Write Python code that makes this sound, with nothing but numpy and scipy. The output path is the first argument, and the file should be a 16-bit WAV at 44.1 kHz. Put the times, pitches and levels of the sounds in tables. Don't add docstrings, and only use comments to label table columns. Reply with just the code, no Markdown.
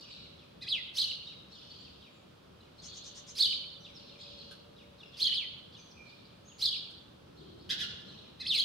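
import sys
import numpy as np
from scipy import signal
from scipy.fft import rfft, irfft
from scipy.io import wavfile
from scipy.ndimage import uniform_filter1d

SR = 44100
rng = np.random.default_rng(int(sys.argv[2]) if len(sys.argv) > 2 else 0)


def int16_out(signal):
    q = np.round(np.clip(np.atleast_2d(signal).T, -1, 1) * 32767)
    wavfile.write(sys.argv[1], SR, q.astype(np.int16))


N = 381024
T = np.arange(N) / SR


def undb(db):
    return 10 ** (np.asarray(db) / 20)


def unit(x):
    return x / np.sqrt(np.mean(x ** 2))


def on_log(points, hz):
    f, value = np.transpose(points)
    return np.interp(np.log(hz + 1e-9), np.log(f), value)


def colour(x, points):
    size = x.shape[-1]
    return irfft(rfft(x) * undb(on_log(points, np.fft.rfftfreq(size, 1 / SR))), size)


def wander(size, rate_hz):
    hz = np.fft.rfftfreq(size, 1 / SR)
    return unit(irfft(rfft(rng.standard_normal(size)) / (1 + (hz / rate_hz) ** 4), size))


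def phase_of(hz):
    return 2 * np.pi * np.cumsum(hz) / SR


def bump(t, at, width):
    return np.exp(-((t - at) / width) ** 2)


def note(t, start, end, attack, release):
    return np.clip((t - start) / attack, 0, 1) * np.clip((end - t) / release, 0, 1)


def fall(t, top_hz, end_hz, fall_s, bend):
    return end_hz + (top_hz - end_hz) * np.exp(-(np.maximum(t, 0) / fall_s) ** bend)


def add(track, s, sound):
    start = int(s * SR)
    a, b = max(start, 0), min(start + len(sound), N)
    if b > a:
        track[a:b] += sound[a - start:b - start]


def syrinx(shape, throat, ending_db, stretch, pitch_factor, harsh_db, *, rough, rough_hz, zigzag,
           flutter_db, overtone_db, slope_db, sum_db, air_db, mellow_db):
    t = (np.arange(12288) / SR - .1) / stretch
    sides = shape(t)
    onset = t[np.argmax(sides[0][1] > 0)]
    harsh = undb(harsh_db + mellow_db * np.clip((t - onset) / .12, 0, 2))
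    source, voices = 0, []
    for hz, push in sides:
        pitch = pitch_factor * uniform_filter1d(hz, size=90) * (1 + rough * wander(len(t), rough_hz))
        pitch *= np.exp(zigzag * np.clip(t / .03, 0, 1) * wander(len(t), 60))
        phase = phase_of(pitch)
        level_db = np.clip(t / .08, 0, 1) * ending_db + flutter_db * wander(len(t), 90)
        force = uniform_filter1d(push, size=60).clip(0) * undb(level_db)
        overtones = sum(undb(overtone_db + slope_db * (k - 2)) * np.sin(k * phase) * (k * pitch < SR / 2)
                        for k in range(2, 8))
        air = undb(air_db) * np.sqrt(force) * rng.standard_normal(len(t)) * (1 + np.sin(phase))
        source += force * np.sin(phase) + harsh * (force * overtones + air)
        voices.append((force, phase))
    (force_a, phase_a), (force_b, phase_b) = voices
    sum_tone = undb(sum_db) * np.sqrt(force_a * force_b) * np.sin(phase_a + phase_b)
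    return colour(source + harsh * sum_tone, throat)


def calls(rows, shape, throat, **voice):
    track = np.zeros(N)
    for s, db, *manner in rows:
        add(track, s - .1, undb(db) * syrinx(shape, throat, *manner, **voice))
    return track


def far_calls(rows, shape, spread, **voice):
    # f/Hz, gain/dB
    throat = [(1000, -23), (1700, -15), (2300, -10), (3000, -5), (4300, 3.5), (5300, 3.5), (6500, -12.5),
              (9000, -23), (15000, -46)]
    chance = spread * rng.standard_normal((len(rows), 2))
    varied = [(s, db, 0, np.exp(tempo), np.exp(pitch / 3), 0)
              for (s, db), (tempo, pitch) in zip(rows, chance)]
    return calls(varied, shape, throat, **voice)


def chink(t, break_hz=4684, settle_hz=3023, windup_s=.065, hold_s=.123):
    flick_s, second_at, second_fall_s, third_at = .009, .0145, .007, .047
    first = bump(t, 0, 2 * flick_s)
    second = np.exp(-np.abs(t - second_at) / second_fall_s)
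    third = np.exp(-np.abs(t - third_at) / flick_s)
    lead_climb = 2480 + (4337 - 2480) / (1 + np.exp(-(t + .024) / .0066))
    lead_flicks = fall(t, break_hz, settle_hz, flick_s, .97) + (4370 - settle_hz) * third
    lead_hz = np.where(t < 0, lead_climb, lead_flicks)
    lag_climb = fall(-t, break_hz, 2080, .0115, .96)
    lag_flick = fall(t - second_at, 4977, settle_hz, second_fall_s, .95)
    lag_hz = np.where(t < 0, lag_climb, lag_flick) * (1 - .288 * bump(t, hold_s, .00678))
    swell_db_per_s, catch_db = 642, -11 * bump(t, .07, .0046)
    lead_swell_db = -3 + swell_db_per_s * np.minimum(t + .015, 0)
    lead_db = np.where(t < 0, lead_swell_db, -5.5 + 2.5 * first + 1.5 * third)
    lag_db = np.where(t < 0, -2 + swell_db_per_s * t, -4.5 * (1 - second) + catch_db)
    lead_on = note(t, -windup_s, third_at + .0033, .035, .002)
    lag_on = note(t, -windup_s, .0018, .015, .002) + note(t, second_at - .003, hold_s, .004, .0028)
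    return [(lead_hz, lead_on * undb(lead_db)), (lag_hz, lag_on * undb(lag_db))]


def hidden_chinks():
    # t/s, level/dB
    rows = [(.0, -40), (.12, -45.5), (1.53, -43), (1.71, -45), (1.84, -52), (2.8, -46), (2.89, -41),
            (3.04, -46.5), (3.97, -48), (4.21, -41.5), (4.39, -46.5), (6.07, -51.5), (7.38, -51.5),
            (7.6, -52.5), (8.09, -46.5)]
    return far_calls(rows, chink, spread=.1, rough=.0302, rough_hz=250, zigzag=.11, flutter_db=3,
                     overtone_db=3.5, slope_db=-28.5, sum_db=-8, air_db=-8.5, mellow_db=-14.5)


def town(floor_db=-57, rumble_hz=480, flicker_db=1):
    # f/Hz, relative density/dB
    spectrum = [(20, -32), (32, -14), (48, -15), (68, -1), (100, -1), (175, 1), (260, -4), (540, -5.5),
                (750, -12), (1280, -12), (2020, -21.5), (3200, -16), (4600, -21), (7000, -33), (11000, -36),
                (15000, -39.5)]
    # f/Hz, side minus mid/dB
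    widths = [(30, -6), (55, -16), (130, -15), (200, -10), (350, -.5), (600, 2.5), (1300, -1), (4000, -1)]
    # f/Hz, left minus right/dB
    lean = [(60, 5), (110, -0.5), (200, 2.5), (380, -0.5), (700, -2.5), (1290, 0.5), (2380, -1.5),
            (4400, -1.0), (8120, -2.5), (15000, -1.5)]
    # t/s, half-width/s, lift/dB
    passes = [(3.705, 0.78, 2), (7.946, 0.73, 5)]
    hz = np.fft.rfftfreq(N, 1 / SR)
    width, sign = undb(on_log(widths, hz)), np.array([[1], [-1]])
    mid, side = rfft(rng.standard_normal((2, N))) * undb(on_log(spectrum, hz))
    ears = (mid + sign * width * side) / np.hypot(1, width) * undb(sign * on_log(lean, hz) / 2)
    noise = unit(irfft(ears, N))
    rumble = irfft(rfft(noise) / (1 + (hz / rumble_hz) ** 4), N)
    swell_db = sum(db * bump(T, s, half) for s, half, db in passes) + flicker_db * wander(N, 6.5)
    return undb(floor_db) * (noise - rumble + rumble * undb(swell_db))


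def whine(high_hz=572, low_hz=468, low_db=-4, waver=.0168):
    # t/s, level/dB
    envelope = [(0, -66), (2.6, -76.5), (3.1, -65), (3.7, -65.5), (4.35, -59.5), (4.9, -63.5), (5.4, -68.5),
                (8.6, -81)]

    def tone(hz):
        return np.sin(phase_of(hz * (1 + waver * wander(N, 23.56))))
    ears = np.array([tone(high_hz) + undb(low_db) * tone(low_hz) for _ in range(2)])
    return undb(np.interp(T, *np.transpose(envelope))) * ears


def far_swoops():
    # t/s, level/dB
    rows = [(.355, -60), (1.24, -52), (1.81, -61.5), (1.985, -59), (2.58, -65.5), (3.19, -66.5),
            (3.285, -63), (3.82, -52.5), (4.05, -57.5), (4.755, -59), (4.97, -57.5), (5.11, -53.5),
            (5.705, -55), (6.25, -68.5), (6.45, -64.5), (8.165, -64)]
    # top f/Hz, end f/Hz, level/dB
    sides = [(4410, 1900, 1), (4770, 3000, -9)]

    def shape(t):
        force = note(t, 0, .15, attack=.039, release=.074) ** 2
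        return [(fall(t, top, end, fall_s=.062, bend=1.4), undb(db) * force) for top, end, db in sides]
    return far_calls(rows, shape, spread=.11, rough=.0396, rough_hz=116.4, zigzag=.0216, flutter_db=5.5,
                     overtone_db=-31, slope_db=-11, sum_db=-17, air_db=-5, mellow_db=-13.5)


def swoop(t, leap_s=.013, waver_s=.05):
    # lead-in f/Hz, waver share, top f/Hz, end f/Hz, fall time/s, bend,
    # lead-in level/dB, fall level/dB
    sides = [(1900, 0.1126, 5400, 1750, .05, 1.2, -3, 5), (2460, 0.058, 4600, 2200, .06, 1.1, -8.5, 0)]
    waver = np.cos(2 * np.pi * (t + leap_s) / waver_s)
    leap = np.clip(1 + t / leap_s, 0, 1)
    push_db = 4 * bump(t, .035, .0053)
    on = note(t, -.0833, .12, attack=.024, release=.027)
    voices = []
    for rest_hz, share, top_hz, end_hz, fall_s, bend, lead_db, fall_db in sides:
        hz = (1 - leap) * rest_hz * (1 + share * waver) + leap * fall(t, top_hz, end_hz, fall_s, bend)
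        db = (1 - leap) * (lead_db + 6 * waver) + leap * (fall_db + push_db)
        voices.append((hz, on * undb(db)))
    return voices


def near_swoops():
    # t/s, level/dB, ending gain/dB, length factor, pitch factor, harshness/dB
    rows = [(.691, -35.5, 3.5, 1, 0.97, 4.5), (5.345, -36.5, -3, 1.0, 0.96, 5),
            (8.475, -34, 1.5, 1, 1.0, 5.5)]
    # f/Hz, gain/dB
    throat = [(1000, -30), (1650, -19), (2200, -17), (2700, -7), (3200, 0), (4400, -2), (5300, -12),
              (6300, -18), (7800, -22), (10000, -17.5), (12500, -23), (15500, -37)]
    return calls(rows, swoop, throat, rough=.0165, rough_hz=490, zigzag=.0084, flutter_db=1.5,
                 overtone_db=-5, slope_db=-6.5, sum_db=-12, air_db=-20, mellow_db=-14.5)


def near_chinks():
    # t/s, level/dB, ending gain/dB, length factor, pitch factor, harshness/dB
    rows = [(1.001, -24.5, -1.5, 1, 1, 2.5), (3.411, -23, 0, 1.0, 1.015, 2.5),
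            (5.227, -24, 5, 0.97, 0.99, -2), (6.644, -25, -2.5, 1.0, 1.03, 0.5),
            (8.561, -27.5, 9.5, 0.99, 1.023, 2.5)]
    # f/Hz, gain/dB
    throat = [(1000, -19), (1600, -16.5), (2200, -12.5), (2700, -10.5), (3100, -3.5), (4500, 5), (5300, 1),
              (6500, -12.5), (7800, -17.5), (10000, -13), (12500, -22.5), (15500, -28)]
    return calls(rows, chink, throat, rough=.0248, rough_hz=810, zigzag=.046, flutter_db=3.5,
                 overtone_db=2.5, slope_db=.5, sum_db=4, air_db=-3, mellow_db=-22)


def whistles(waver=.0234, tremble_db=4):
    # t/s, length/s, start f/Hz, end f/Hz, level/dB
    rows = [(1.765, 0.1, 7130, 7460, -78), (2.085, .16, 7100, 7200, -79), (3.798, 0.042, 5840, 6180, -64),
            (3.94, 0.053, 5840, 4570, -52.5), (4.383, 0.046, 4180, 4230, -52),
            (5.051, .06, 5330, 4900, -64), (5.761, .11, 6120, 6340, -65.5), (5.772, .07, 5460, 3910, -59),
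            (5.85, 0.1, 6270, 5860, -68), (5.908, 0.02, 6200, 3500, -58), (5.927, .2, 2486, 2286, -59),
            (6.06, 0.057, 4440, 4350, -59), (6.238, .024, 5000, 3620, -57), (6.251, 0.019, 5000, 3920, -66),
            (6.433, 0.19, 6540, 6750, -63), (8.069, 0.048, 4230, 3970, -49.5)]
    track = np.zeros(N)
    for s, length, start_hz, end_hz, db in rows:
        size = int(length * SR)
        shake, tremble = wander(32768, 148)[:size], wander(32768, 42)[:size]
        pitch = np.linspace(start_hz, end_hz, size) * (1 + waver * shake)
        envelope = undb(db + tremble_db * tremble) * signal.windows.tukey(size, .5)
        add(track, s, envelope * np.sin(phase_of(pitch)))
    return track


def rasps():
    # t/s, level/dB, ending gain/dB, length factor, pitch factor, harshness/dB
    rows = [(2.82, -49, -1, .95, 0.97, -0.5), (2.928, -51.5, 3, 1, 0.97, -2),
            (3.036, -50, 1.5, 0.89, .98, 0), (3.147, -48.5, -1, 0.85, .97, 1),
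            (3.265, -49.5, 0.5, 0.92, 0.99, 1)]
    # start f/Hz, end f/Hz, level/dB
    sides = [(4500, 6750, 1.5), (3500, 3300, -7.5)]
    # f/Hz, gain/dB
    throat = [(2500, -10.5), (3700, -12), (6700, 3), (7800, -9.5), (10000, -20.5), (13000, -38)]

    def shape(t, glide_s=.054, swell_db=6.5):
        glide = np.clip(t / glide_s, 0, 1)
        force = note(t, 0, .057, attack=.0029, release=.013) * undb(swell_db * (glide - 1))
        return [(start + (end - start) * glide, undb(db) * force) for start, end, db in sides]
    return calls(rows, shape, throat, rough=.0702, rough_hz=940, zigzag=.0091, flutter_db=3.5,
                 overtone_db=-6, slope_db=-9, sum_db=-19, air_db=-2, mellow_db=1)


def ticks(decay_s=.01):
    # t/s, level/dB
    rows = [(4.511, -47.5), (6.903, -57)]
    # f/Hz, gain/dB
    twig = [(1000, -17), (1550, 3.5), (2000, -24), (3500, -1.5), (6000, -19), (11000, -20.5), (15000, -43)]
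    track, t = np.zeros(N), T[:4096]
    for s, db in rows:
        add(track, s, undb(db) * np.exp(-t / decay_s) * unit(colour(rng.standard_normal(len(t)), twig)))
    return track


def wings(at_s=7.52, width_s=.19, level_db=-55, beat_hz=15, depth=.39):
    puff = [(100, -36), (220, -11), (360, 12), (520, -26), (2000, -57)]  # f/Hz, gain/dB
    beat = 1 + depth * np.sin(phase_of(beat_hz * (1 + .134 * wander(N, 5.4))))
    air = unit(colour(rng.standard_normal((2, N)), puff))
    return air * beat * undb(level_db) * bump(T, at_s, width_s)


def chacks():
    # t/s, level/dB, ending gain/dB, length factor, pitch factor, harshness/dB
    rows = [(7.691, -31.5, -2, .95, 1.0, 0.33), (7.786, -36, 1.5, 1.1, 0.96, 0)]
    # f/Hz, level/dB
    sides = [(1570, -1.5), (1780, -7)]
    # f/Hz, gain/dB
    open_beak = [(1000, -23), (1500, -10), (2200, -6.5), (3000, 2), (4000, 2.5), (5500, -5.5), (7000, -15),
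                 (8500, -21.5), (11000, -18.5), (15500, -30)]

    def shape(t, sag_per_s=1.6):
        arch = (1 + .22 * bump(t, .026, .012)) * np.exp(-sag_per_s * t)
        force = note(t, 0, .066, attack=.014, release=.013)
        return [(hz * arch, undb(db) * force) for hz, db in sides]
    return calls(rows, shape, open_beak, rough=.0314, rough_hz=586, zigzag=.011, flutter_db=3.5,
                 overtone_db=5, slope_db=-3, sum_db=-4, air_db=2.5, mellow_db=-26.5)


def garden(x, direct_db, near_db, walls_db, pan_db):
    near_t60, walls_t60, treble_t60, build_s = .16, .81, .65, .057
    split_hz, air_hz = 4300, 7500
    coherence, echoes_per_s, patchy_db = .055, 250, 2
    t, hz = T[:65536], np.fft.rfftfreq(65536, 1 / SR)
    common, own = rng.standard_normal((2, 1, len(t))), rng.standard_normal((2, 2, len(t)))
    near, walls = np.sqrt(coherence) * common + np.sqrt(1 - coherence) * own
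    arrivals = (rng.random(near.shape) < echoes_per_s / SR) & (t > .003)
    near = near * arrivals * undb(-60 * t / near_t60)
    low = irfft(rfft(walls) / (1 + (hz / split_hz) ** 8))
    walls = low * undb(-60 * t / walls_t60) + (walls - low) * undb(-60 * t / treble_t60)
    walls *= (1 - bump(t, 0, build_s)) * undb(patchy_db * wander(len(t), 30))
    near, walls = (r / np.linalg.norm(r, axis=1, keepdims=True) for r in (near, walls))
    walls = signal.sosfilt(signal.butter(2, air_hz, fs=SR, output="sos"), walls)
    response = undb(near_db) * near + undb(walls_db) * walls
    echoes = signal.fftconvolve(x[None], response, axes=1)[:, :N]
    return (undb(direct_db) * x + echoes) * undb(np.array([[pan_db], [-pan_db]]) / 2)


def scene():
    sharp, swooping, harsh, hoarse = near_chinks(), near_swoops(), chacks(), rasps()
    far, hidden = far_swoops(), hidden_chinks()
    birds = (garden(sharp, direct_db=-4, near_db=-5, walls_db=-9.5, pan_db=-1.7)
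             + garden(swooping, direct_db=-.5, near_db=-4.5, walls_db=-9.5, pan_db=-1)
             + garden(harsh, direct_db=-5.5, near_db=-1.5, walls_db=-6.5, pan_db=-1.5)
             + garden(hoarse + ticks(), direct_db=-1.5, near_db=1.5, walls_db=-14, pan_db=1)
             + garden(far, direct_db=1, near_db=-.5, walls_db=-1, pan_db=0)
             + garden(whistles(), direct_db=-2, near_db=-3.5, walls_db=-2.5, pan_db=-2)
             + garden(hidden, direct_db=-15, near_db=-7, walls_db=-6, pan_db=-.5))
    return birds + town() + whine() + wings()


def record(dry):
    top_hz = 15750
    return signal.sosfilt(signal.ellip(10, .2, 70, top_hz, fs=SR, output="sos"), dry)


dry = scene()
out = record(dry)
int16_out(out)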